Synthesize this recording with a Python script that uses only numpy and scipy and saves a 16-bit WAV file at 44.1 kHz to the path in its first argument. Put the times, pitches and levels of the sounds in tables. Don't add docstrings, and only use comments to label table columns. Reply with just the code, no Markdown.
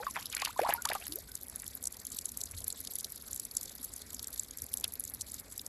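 import sys
import numpy as np
from scipy import signal
from scipy.fft import rfft, irfft
from scipy.io import wavfile
from scipy.ndimage import uniform_filter1d

SR = 44100
rng = np.random.default_rng(int(sys.argv[2]) if len(sys.argv) > 2 else 0)


def inscribe(sig):
    pcm = np.round(np.clip(np.atleast_2d(sig).T, -1, 1) * 32767)
    wavfile.write(sys.argv[1], SR, pcm.astype(np.int16))


N = 250480

# (frequency [Hz], level [dB])
AIR_TONE = [(15, -37), (25, -22), (55, -1.5), (83, -11.5), (146, -8.5), (271, -4.5), (338, -13), (405, -9),
            (884, -17), (1850, -17.5), (2270, -18), (2710, -25), (3000, -31), (3900, -56), (6600, -120)]
# (start [s], length [s], start pitch [Hz], end pitch [Hz], start level [dB])
AIR_POCKETS = [ (.001, 0.023, 767, 930, -33.5), (.001, 0.053, 460, 700, -41),
               (0.027, 0.008, 1460, 1430, -37), (0.067, 0.036, 1133, 1040, -26.5),
               (0.171, 0.012, 840, 1340, -33.5), (0.174, 0.053, 743, 1300, -49),
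               (.422, 0.0093, 850, 1000, -24.5), (0.424, 0.016, 992, 1250, -28),
               (0.473, 0.0045, 1020, 1170, -24), (0.49, 0.023, 820, 1510, -41),
               (0.562, 0.032, 990, 1430, -39.5), (0.593, 0.0079, 594, 1000, -12.5),
               (0.613, 0.051, 468, 1300, -31.5), (0.662, 0.015, 680, 1470, -30),
               (0.674, 0.039, 830, 900, -37), (0.691, 0.005, 730, 830, -8), (0.698, 0.013, 656, 1150, -26),
               (0.723, 0.046, 854, 810, -37), (.724, 0.013, 1503, 2600, -33),
               (0.732, 0.014, 1720, 2400, -35), (0.745, 0.058, 926, 966, -33.5),
               (0.778, 0.056, 1430, 1430, -37.5), (0.855, 0.025, 883, 1380, -32),
               (0.858, 0.0068, 1690, 2500, -36), (0.9, 0.015, 526, 1160, -30.5),
               (0.914, 0.0055, 1840, 3100, -25), (0.921, 0.0026, 595, 825, -23),
               (0.926, 0.0097, 1400, 2200, -51), (0.95, 0.038, 1190, 1140, -33),
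               (0.953, 0.023, 776, 755, -30), (1.002, 0.063, 676, 950, -52.5),
               (1.287, 0.067, 1500, 1490, -54), (1.088, 0.11, 296, 810, -50.5), ]
# (peak time [s], level [dB], pitch [Hz], width [s])
PUDDLE_SLAPS = [(0.0336, -37, 1475, 0.0073), (0.068, -33.5, 1430, 0.0015), (0.15, -46, 2070, 0.01),
                (0.16, -31, 2040, 0.0023), (0.1658, -22, 1760, 0.0016), (0.176, -45, 1620, 0.0067),
                (0.188, -39, 1800, 0.0022), (0.32, -45, 2880, 0.0055), (0.329, -41, 3700, 0.0091),
                (0.3378, -39.5, 2460, 0.0084), (0.345, -39, 2200, 0.0061), (0.369, -33, 1850, 0.0063),
                (0.38, -40, 2360, 0.0059), (0.3948, -38, 2390, 0.011), (0.41, -41, 2470, 0.012),
                (0.422, -26.5, 2100, 0.0038), (0.4493, -24, 3800, 0.00073), (0.4598, -28.5, 2940, 0.0034),
                (.487, -48, 1690, 0.0044), (0.5921, -25.5, 1850, 0.0021), (0.603, -30, 1680, 0.0015),
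                (0.618, -37, 2400, 0.0065), (.635, -28, 1980, 0.00044), (.665, -28, 1340, 0.0022),
                (0.691, -30.5, 1320, 0.0091), (.6987, -27, 1750, 0.00083), (0.7077, -32.5, 2730, 0.0073),
                (0.7157, -32.5, 1740, 0.0023), (0.7258, -29, 1830, 0.0073), (0.853, -28.5, 1410, 0.0015),
                (.889, -39, 2050, 0.0025), (0.89, -30.5, 3600, 0.004), (0.9004, -31, 1480, 0.0016),
                (0.918, -26.5, 1720, 0.0025), (0.954, -33.5, 1410, 0.0024), (1.015, -43.5, 2600, .003),
                (1.025, -42.5, 2720, 0.0075), (1.068, -44, 1920, 0.0037), (1.635, -45.5, 1960, 0.0065),
                (2.539, -50, 2260, 0.0081), (4.844, -48, 1700, 0.0048), (4.8428, -44.5, 800, 0.00076),
                (4.8429, -28, 3410, 0.0054), (4.849, -37.5, 3040, 0.0069)]
# (frequency [Hz], level [dB])
CHURN_TONE = [(250, -46), (600, -22), (1000, 1), (2200, 4), (3500, 1.5), (7000, -10), (12000, -70)]
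# (touch time [s], relative body level [dB], body pitch [Hz], bright edge relative to body [dB])
STONE_SPLATS = [(0.1095, -29.5, 6760, -0.5), (.198, -32, 4270, -27), (.226, -29, 4300, -14),
                (0.2563, -24.5, 3600, 1.5), (.267, -30, 4000, -24), (.299, -30, 6500, -26),
                (0.3266, -29.5, 3660, -10), (0.3487, -19.5, 6200, -5), (0.367, -8.5, 2420, -21),
                (0.3995, -20, 4900, -31), (0.418, -15.5, 4470, -20), (0.4492, -16, 3660, -37),
                (.4575, -26, 3200, -20), (.5925, -35, 3600, 4), (.691, -29, 2970, -5),
                (0.6164, -30.5, 4040, 0), (0.7369, -29, 2500, 17.5), (0.8207, -15, 8850, -10),
                (0.853, -6, 5100, -19), (0.889, -22.5, 3430, -2), (0.9006, -19.5, 4470, -26),
                (0.9325, -26.5, 3530, 9.5), (0.9507, -22.5, 5630, -5), (1.067, -27.5, 4270, 4),
                (1.08, -36, 3720, 13), (1.1221, -18, 4640, -8), (1.1368, -46, 6020, 14),
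                (1.1566, -24, 8000, 3), (1.1869, -34, 6570, 6), (1.3167, -31.5, 4310, 0),
                (1.3523, -17, 7760, -17), (1.4123, -40.5, 7390, 6), (1.4318, -45.5, 7100, 19.5),
                (1.4671, -45, 4400, 18), (1.482, -36, 7010, 8), (1.4972, -29, 7220, -3),
                (1.5588, -32.5, 7100, 6.5), (1.62, -34, 7380, 9), (1.6418, -35, 6890, -1),
                (1.6642, -23.5, 4520, -7), (1.6787, -23.5, 7800, -5), (1.7513, -41.5, 8170, 21.5),
                (1.8257, -39, 6980, 18), (1.839, -25.5, 7490, -7), (1.8544, -20, 5900, -27),
                (1.8715, -14.5, 7200, -12), (1.9242, -33.5, 6880, 0), (1.9681, -29, 5430, -5),
                (2.0509, -29, 7600, -3), (2.068, -22.5, 8140, -2), (2.1018, -31.5, 5960, 0),
                (2.118, -30, 6500, -6), (2.1272, -31, 7380, -3), (2.1467, -23.5, 4870, -10),
                (2.168, -29, 7000, -4), (2.1864, -13, 5600, -18), (2.2115, -33, 7430, 0),
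                (2.2562, -15.5, 7540, -21), (2.2912, -30.5, 7010, -5), (2.318, -28.5, 5860, 5),
                (2.372, -25.5, 7000, 1), (2.406, -26, 5800, -6), (2.4135, -16, 5200, -10),
                (2.4363, -20, 7840, -13), (2.4565, -23.5, 8090, -7), (2.5106, -31, 7190, 4),
                (2.518, -34, 6300, -8), (2.584, -27.5, 7590, -10.5), (2.6041, -34, 7450, 3),
                (2.6428, -21, 7600, -6.5), (2.6789, -27.5, 6530, 16), (2.689, -44, 6500, -1),
                (2.7024, -21.5, 4930, -13), (2.7254, -22, 7200, -26), (2.8035, -36, 7500, 16),
                (2.812, -33, 7500, 1), (2.8494, -22, 5740, -8), (2.8726, -18, 4280, -24),
                (2.9359, -28, 7320, -4), (2.9547, -25, 7020, 11), (2.9857, -26.5, 7410, 3.5),
                (2.993, -35, 7000, -4), (3.001, -32, 7000, -16), (3.0076, -22, 8100, -5),
                (3.0446, -18, 4470, -11), (3.049, -28, 5170, 1), (3.1, -39, 6140, 6),
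                (3.1205, -33, 7000, 11.5), (3.1589, -30.5, 6500, -5), (3.2217, -34, 7580, 2),
                (3.3301, -21, 7300, -5), (3.3457, -44, 6310, 23), (3.361, -22.5, 6350, -2),
                (3.3735, -37, 6450, -23), (3.397, -18.5, 6400, -2), (3.4511, -25, 7400, -2),
                (3.5124, -23.5, 4600, -8), (3.5505, -32, 7050, -8), (3.5687, -10.5, 7600, -25),
                (3.6107, -26, 7910, -6), (3.6304, -24.5, 7420, -8), (3.6364, -37, 7470, 2),
                (3.6782, -33.5, 4360, -17), (3.6942, -26.5, 5570, -20), (3.7524, -44.5, 8040, 18),
                (3.8294, -32.5, 7120, -14), (3.8425, -28.5, 7200, 10), (3.8473, -33, 7200, 10),
                (3.9366, -23.5, 7950, -30), (3.9626, -31.5, 7550, 1), (4.1302, -30, 7680, 0),
                (4.1455, -18.5, 8440, -11), (4.1936, -23, 4230, -10.5), (4.2274, -31, 7850, 8),
                (4.2431, -20, 4800, -27), (4.2718, -26, 7320, -11), (4.3282, -34.5, 7200, 0),
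                (4.3357, -40, 7600, 3), (4.377, -28, 6450, -11), (4.3962, -16, 7100, -34),
                (4.4335, -30, 7190, -3), (4.5093, -23.5, 5500, -12), (4.5717, -30.5, 7910, 1),
                (4.5846, -29.5, 6900, -11), (4.6198, -18.5, 8440, -6), (4.6405, -38, 7410, 11),
                (4.664, -32, 7580, 3), (4.732, -28, 7060, 1), (4.7381, -18.5, 4230, 9.5),
                (4.772, -21, 6500, -11), (4.798, -27, 8130, -1), (4.809, -31, 7500, 0),
                (4.8412, -14.5, 3560, -9.5), (4.8791, -35, 6870, 13.5), (4.9214, -28.5, 5150, -1),
                (4.9362, -27.5, 7460, 12), (4.9543, -30.5, 4960, 1), (4.9971, -36, 7550, 21.5),
                (5.005, -25, 7960, -4), (5.0385, -25.5, 6840, 0), (5.0509, -27, 7230, -2),
                (5.0768, -26.5, 7700, -4), (5.0974, -42.5, 7560, 18.5), (5.1378, -43, 4400, 19),
                (5.1474, -27.5, 8200, 4), (5.2107, -18.5, 5740, -21), (5.217, -22, 7160, -29),
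                (5.3177, -31, 7180, 2), (5.3427, -22, 8030, -8.5), (5.3971, -32, 7550, 8.5),
                (5.523, -31.5, 7100, -6.5), (5.5781, -21, 7460, -6), (5.6143, -25.5, 8400, -3),
                (5.6634, -16, 8200, -15)]
# (time [s], level [dB])
SPRAY_LEVEL = [(0.0, -52.5), (0.14, -52), (0.3, -54.5), (0.4, -57), (0.7, -49), (0.81, -59), (1.03, -50),
               (1.27, -57), (1.75, -55), (1.88, -59), (2.1, -55.5), (2.28, -54.5), (2.45, -56.5),
               (2.85, -52), (3.15, -55), (3.75, -53), (3.95, -52.5), (4.14, -53.5), (4.33, -53.5),
               (4.57, -59), (4.81, -56), (4.93, -61), (5.2, -55), (5.35, -53.5), (5.68, -60.5)]
# (frequency [Hz], level [dB])
SPRAY_TONE = [(1500, -52), (2800, -20.5), (3800, -9.5), (6000, -3), (7700, 3.5), (9100, 5.5), (10500, 24.5),
              (12000, 27), (13400, 4), (14000, -27), (15500, -66)]

AIR_DB, WIND_DB = -59, -61.5
GUST_S, GUST_DB, GUST_WIDTH_S = 2.57, -45.5, 0.057
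FADE_DB, FADE_DB_PER_OCTAVE, LATE_CLIMB_PER_S = 26.5, -19, 13
STIR_DB, STIR_RISE_S, STIR_T60_S = -16.5, 0.003, 0.27
PUDDLE_ENDS_S, RAGGED_RAD = 1.3, 1.1
SMALL_DROPS, SMALL_DB, SMALL_SPREAD_DB, SMALL_EDGE_DB = 45, -47, 1.8, (-15.5, 8)
PEAK_AFTER_S, STAGGER_S = 0.0015, 0.0008
OFF_PITCH_DB_PER_OCTAVE, CREST_DB = -25, -1.5
WIDTH_S, BRIEF_EDGE_DB, LONG_EDGE_DB = (0.0005, 0.0036), 13, -13
FIZZ_SHARE = 0.25
TICK_COLOUR_DB, SPRAY_COLOUR_DB, CHURN_COLOUR_DB = 4.0, 4.0, 6
CEILING, EDGE_HZ = 0.24, 14950


def gain_of(db):
    return 10 ** (np.asarray(db) / 20)


def evened(x):
    return x / np.sqrt(np.mean(x ** 2) + 1e-20)


def curve(rows):
    s, db = np.transpose(rows)
    return gain_of(np.interp(np.arange(N) / SR, s, db))


def colour(x, points):
    f, db = np.transpose(points)
    hz = np.fft.rfftfreq(N, 1 / SR)
    gain = gain_of(np.interp(np.log(hz + 1), np.log(f + 1), db))
    return irfft(rfft(x) * gain, N)


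def band(x, lo_hz, hi_hz):
    return signal.sosfilt(signal.butter(3, [lo_hz, hi_hz], "band", fs=SR, output="sos"), x)


def add(mix, s, sound):
    sound = sound[max(-round(s * SR), 0):]
    part = mix[max(round(s * SR), 0):][:len(sound)]
    part += sound[:len(part)]


def mottle(x, db, bins, frames):
    z = signal.stft(x, nperseg=128, noverlap=96)[2]
    patches = rng.standard_normal(z.shape[::-1]).T
    for _ in range(2):
        patches = uniform_filter1d(uniform_filter1d(patches, int(bins), 0), int(frames), 1)
    gain = gain_of(db * evened(patches))
    return signal.istft(z * evened(gain), nperseg=128, noverlap=96)[1][:N]


def burst(width_s, skirt_db, before_s, after_s):
    t = np.arange(-800, 800) / SR
    core = np.exp(-(2 * t / max(width_s, .0005)) ** 2)
    skirt = np.exp(-np.where(t < 0, -t / before_s, t / after_s))
    taper = np.cos(np.pi / 2 * t / t[0])
    return core + gain_of(skirt_db) * skirt * taper


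def random_hits(per_s, spread_db):
    size = gain_of(spread_db * np.minimum(rng.exponential(1, N), 3))
    return size * (rng.random(N) < per_s / SR)


def patter(per_s, spread_db, width_s):
    hits = random_hits(per_s, spread_db)
    return evened(signal.oaconvolve(hits, burst(width_s, -57, 0.00045, 0.0022), "same"))


def froth(per_s, lo_hz, hi_hz, count=24):
    out, t = np.zeros(N), np.arange(1200) / SR
    for hz in np.geomspace(lo_hz, hi_hz, count):
        fade = np.exp(-t * hz / 7) * np.minimum(t / 0.00034, 1)
        ring = np.sin(2 * np.pi * hz * t * (1 + 14 * t)) * fade
        births = random_hits(per_s / count, 4.0)
        out += signal.oaconvolve(births, ring)[:N]
    return evened(out)


def air():
    tone = [(10, -38)] + list(AIR_TONE) + [(6000, -65)]
    wash = evened(colour(rng.standard_normal(N), tone))
    buffet = gain_of(2.02 * evened(band(rng.standard_normal(N), 1.1, 30.0)))
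    wind = evened(band(rng.standard_normal(N), 45.6, 98.0))
    gust = gain_of(GUST_DB) * np.exp(-((np.arange(N) / SR - GUST_S) / GUST_WIDTH_S) ** 2)
    far = buffet * band(wash, 50, 473) + mottle(band(wash, 402, 3300), 3.05, 2, 18.5)
    return gain_of(AIR_DB) * far + (gain_of(WIND_DB) + gust) * buffet * wind


def bubbles():
    out = np.zeros(N)
    noise = rng.standard_normal((2, N))
    shake = evened(uniform_filter1d(uniform_filter1d(noise, 120), 120))
    for s, length_s, start_hz, end_hz, db in AIR_POCKETS:
        climb = end_hz / start_hz
        bend = 1 + (LATE_CLIMB_PER_S * length_s) ** 2
        fade_db = FADE_DB + FADE_DB_PER_OCTAVE * np.log2(climb)
        u = np.linspace(0, 1, round(length_s * SR))
        pitch_shake, level_shake = shake[:, round(s * SR):][:, :len(u)]
        hz = start_hz * climb ** (u ** bend) * (1 + .035 * pitch_shake)
        ramps = np.minimum(u * length_s / 0.0014, 1) * np.minimum((1 - u) / 0.1, 1)
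        level = gain_of(db - fade_db * u + 2.84 * level_shake)
        add(out, s, level * ramps * np.sin(2 * np.pi * np.cumsum(hz) / SR))
    return out


def stir():
    kicks, t = np.zeros(N), np.arange(SR // 2) / SR
    for s, db, _, width_s in PUDDLE_SLAPS:
        power = gain_of(db + STIR_DB) ** 2 * width_s / 0.0084
        kicks[round(s * SR)] = (s < PUDDLE_ENDS_S) * power
    settle = (1 - np.exp(-t / STIR_RISE_S)) * gain_of(-60 * t / STIR_T60_S)
    return np.sqrt(abs(signal.oaconvolve(kicks, settle ** 2)[:N]))


def puddle():
    out, t = np.zeros(N), np.arange(-800, 800) / SR
    puffs = rng.standard_normal((len(PUDDLE_SLAPS), 1600))
    for (s, db, hz, width_s), puff in zip(PUDDLE_SLAPS, puffs):
        ragged = RAGGED_RAD * evened(uniform_filter1d(puff, size=60))
        ring = np.sin(2 * np.pi * hz * t * (1 + 8 * t) + ragged)
        ring *= burst(width_s, -56, 0.0021, 0.0032)
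        splash = 0.2 * evened(band(puff, hz * 0.48, hz * 1.41))
        splash *= burst(width_s, -5.0, 0.0068, 0.071)
        add(out, s + t[0], gain_of(db) * (ring + splash))
    churn = (0.18 + patter(400, 4.0, 0.006)) * rng.standard_normal(N)
    churn = evened(mottle(colour(churn, CHURN_TONE), CHURN_COLOUR_DB, 2, 12))
    return out + stir() * (churn + 0.26 * froth(2800, 603, 5500))


def drops():
    s, size, pitch, edge = rng.random((SMALL_DROPS, 4)).T
    edge_db = np.interp(edge, [0, 1], SMALL_EDGE_DB)
    body_db = SMALL_DB - SMALL_SPREAD_DB * np.log(1 - .95 * size) - 1.2 * edge_db
    small = [s * (N / SR - .01), body_db, 3500 * 2.2 ** pitch, edge_db]
    return list(STONE_SPLATS) + list(np.transpose(small))


def stone():
    ranges_hz = [(2300, 5000), (5500, 8090), (9200, 13800)]
    shapes, cracks = np.zeros((2, 3, N))
    rows = drops()
    tosses = rng.random((len(rows), 4))
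    lags_s = rng.uniform(-STAGGER_S, STAGGER_S, (len(rows), 3))
    for (s, body_db, hz, edge_db), (*toss, size), lags in zip(rows, tosses, lags_s):
        dull = np.clip((BRIEF_EDGE_DB - edge_db) / (BRIEF_EDGE_DB - LONG_EDGE_DB), 0, 1)
        width_s = np.interp(.35 * size + .65 * dull, [0, 1], WIDTH_S)
        sign = np.sign(np.array(toss) - .5)
        octaves_off = abs(np.log2(np.mean(ranges_hz, axis=1) / hz))
        part_db = body_db + OFF_PITCH_DB_PER_OCTAVE * octaves_off
        part_db[-1] = body_db + edge_db + CREST_DB
        peaks_s = s + PEAK_AFTER_S + lags
        at = np.minimum(np.round(peaks_s * SR).astype(int), N - 1)
        cracks[range(3), at] = sign * gain_of(part_db) * 0.00052 / width_s
        shape = burst(width_s, -11.0, 0.002, 0.003)
        for row, db, peak_s in zip(shapes, part_db, peaks_s):
            add(row, peak_s - len(shape) / 2 / SR, gain_of(db) * shape)
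    clumps = .5 + patter(140, 3.2, 0.007)
    beads = patter(150, 6.5, 0.0013)
    puffs, ticks, spray = np.zeros((3, N))
    for shape, crack, (lo_hz, hi_hz), share in zip(shapes, cracks, ranges_hz, (.4, .4, .6)):
        hiss = band(colour(rng.standard_normal(N), SPRAY_TONE), lo_hz, hi_hz)
        size = np.std(hiss)
        steady = hiss / np.sqrt(uniform_filter1d(hiss ** 2, 40) + 1e-12)
        puffs += steady * shape
        ticks += band(colour(crack, SPRAY_TONE), lo_hz, hi_hz) / size
        grains = clumps + 0.21 * beads + 0.05 * patter(160, 6.0, 0.001)
        spray += hiss / size * share * grains
    spray += FIZZ_SHARE * froth(500, 3160, 9800)
    splats = mottle(0.36 * puffs + 0.5 * ticks, TICK_COLOUR_DB, 2.7, 3)
    return splats + curve(SPRAY_LEVEL) * mottle(spray, SPRAY_COLOUR_DB, 4, 8)


def scene():
    return (air() + bubbles() + puddle() + stone())[None]


def record(dry):
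    rounded = CEILING * np.tanh(dry / CEILING)
    lowpass = signal.firwin(101, EDGE_HZ, window=("kaiser", 9), fs=SR)
    return signal.oaconvolve(rounded, lowpass[None], "same")


dry = scene()
out = record(dry)
inscribe(out)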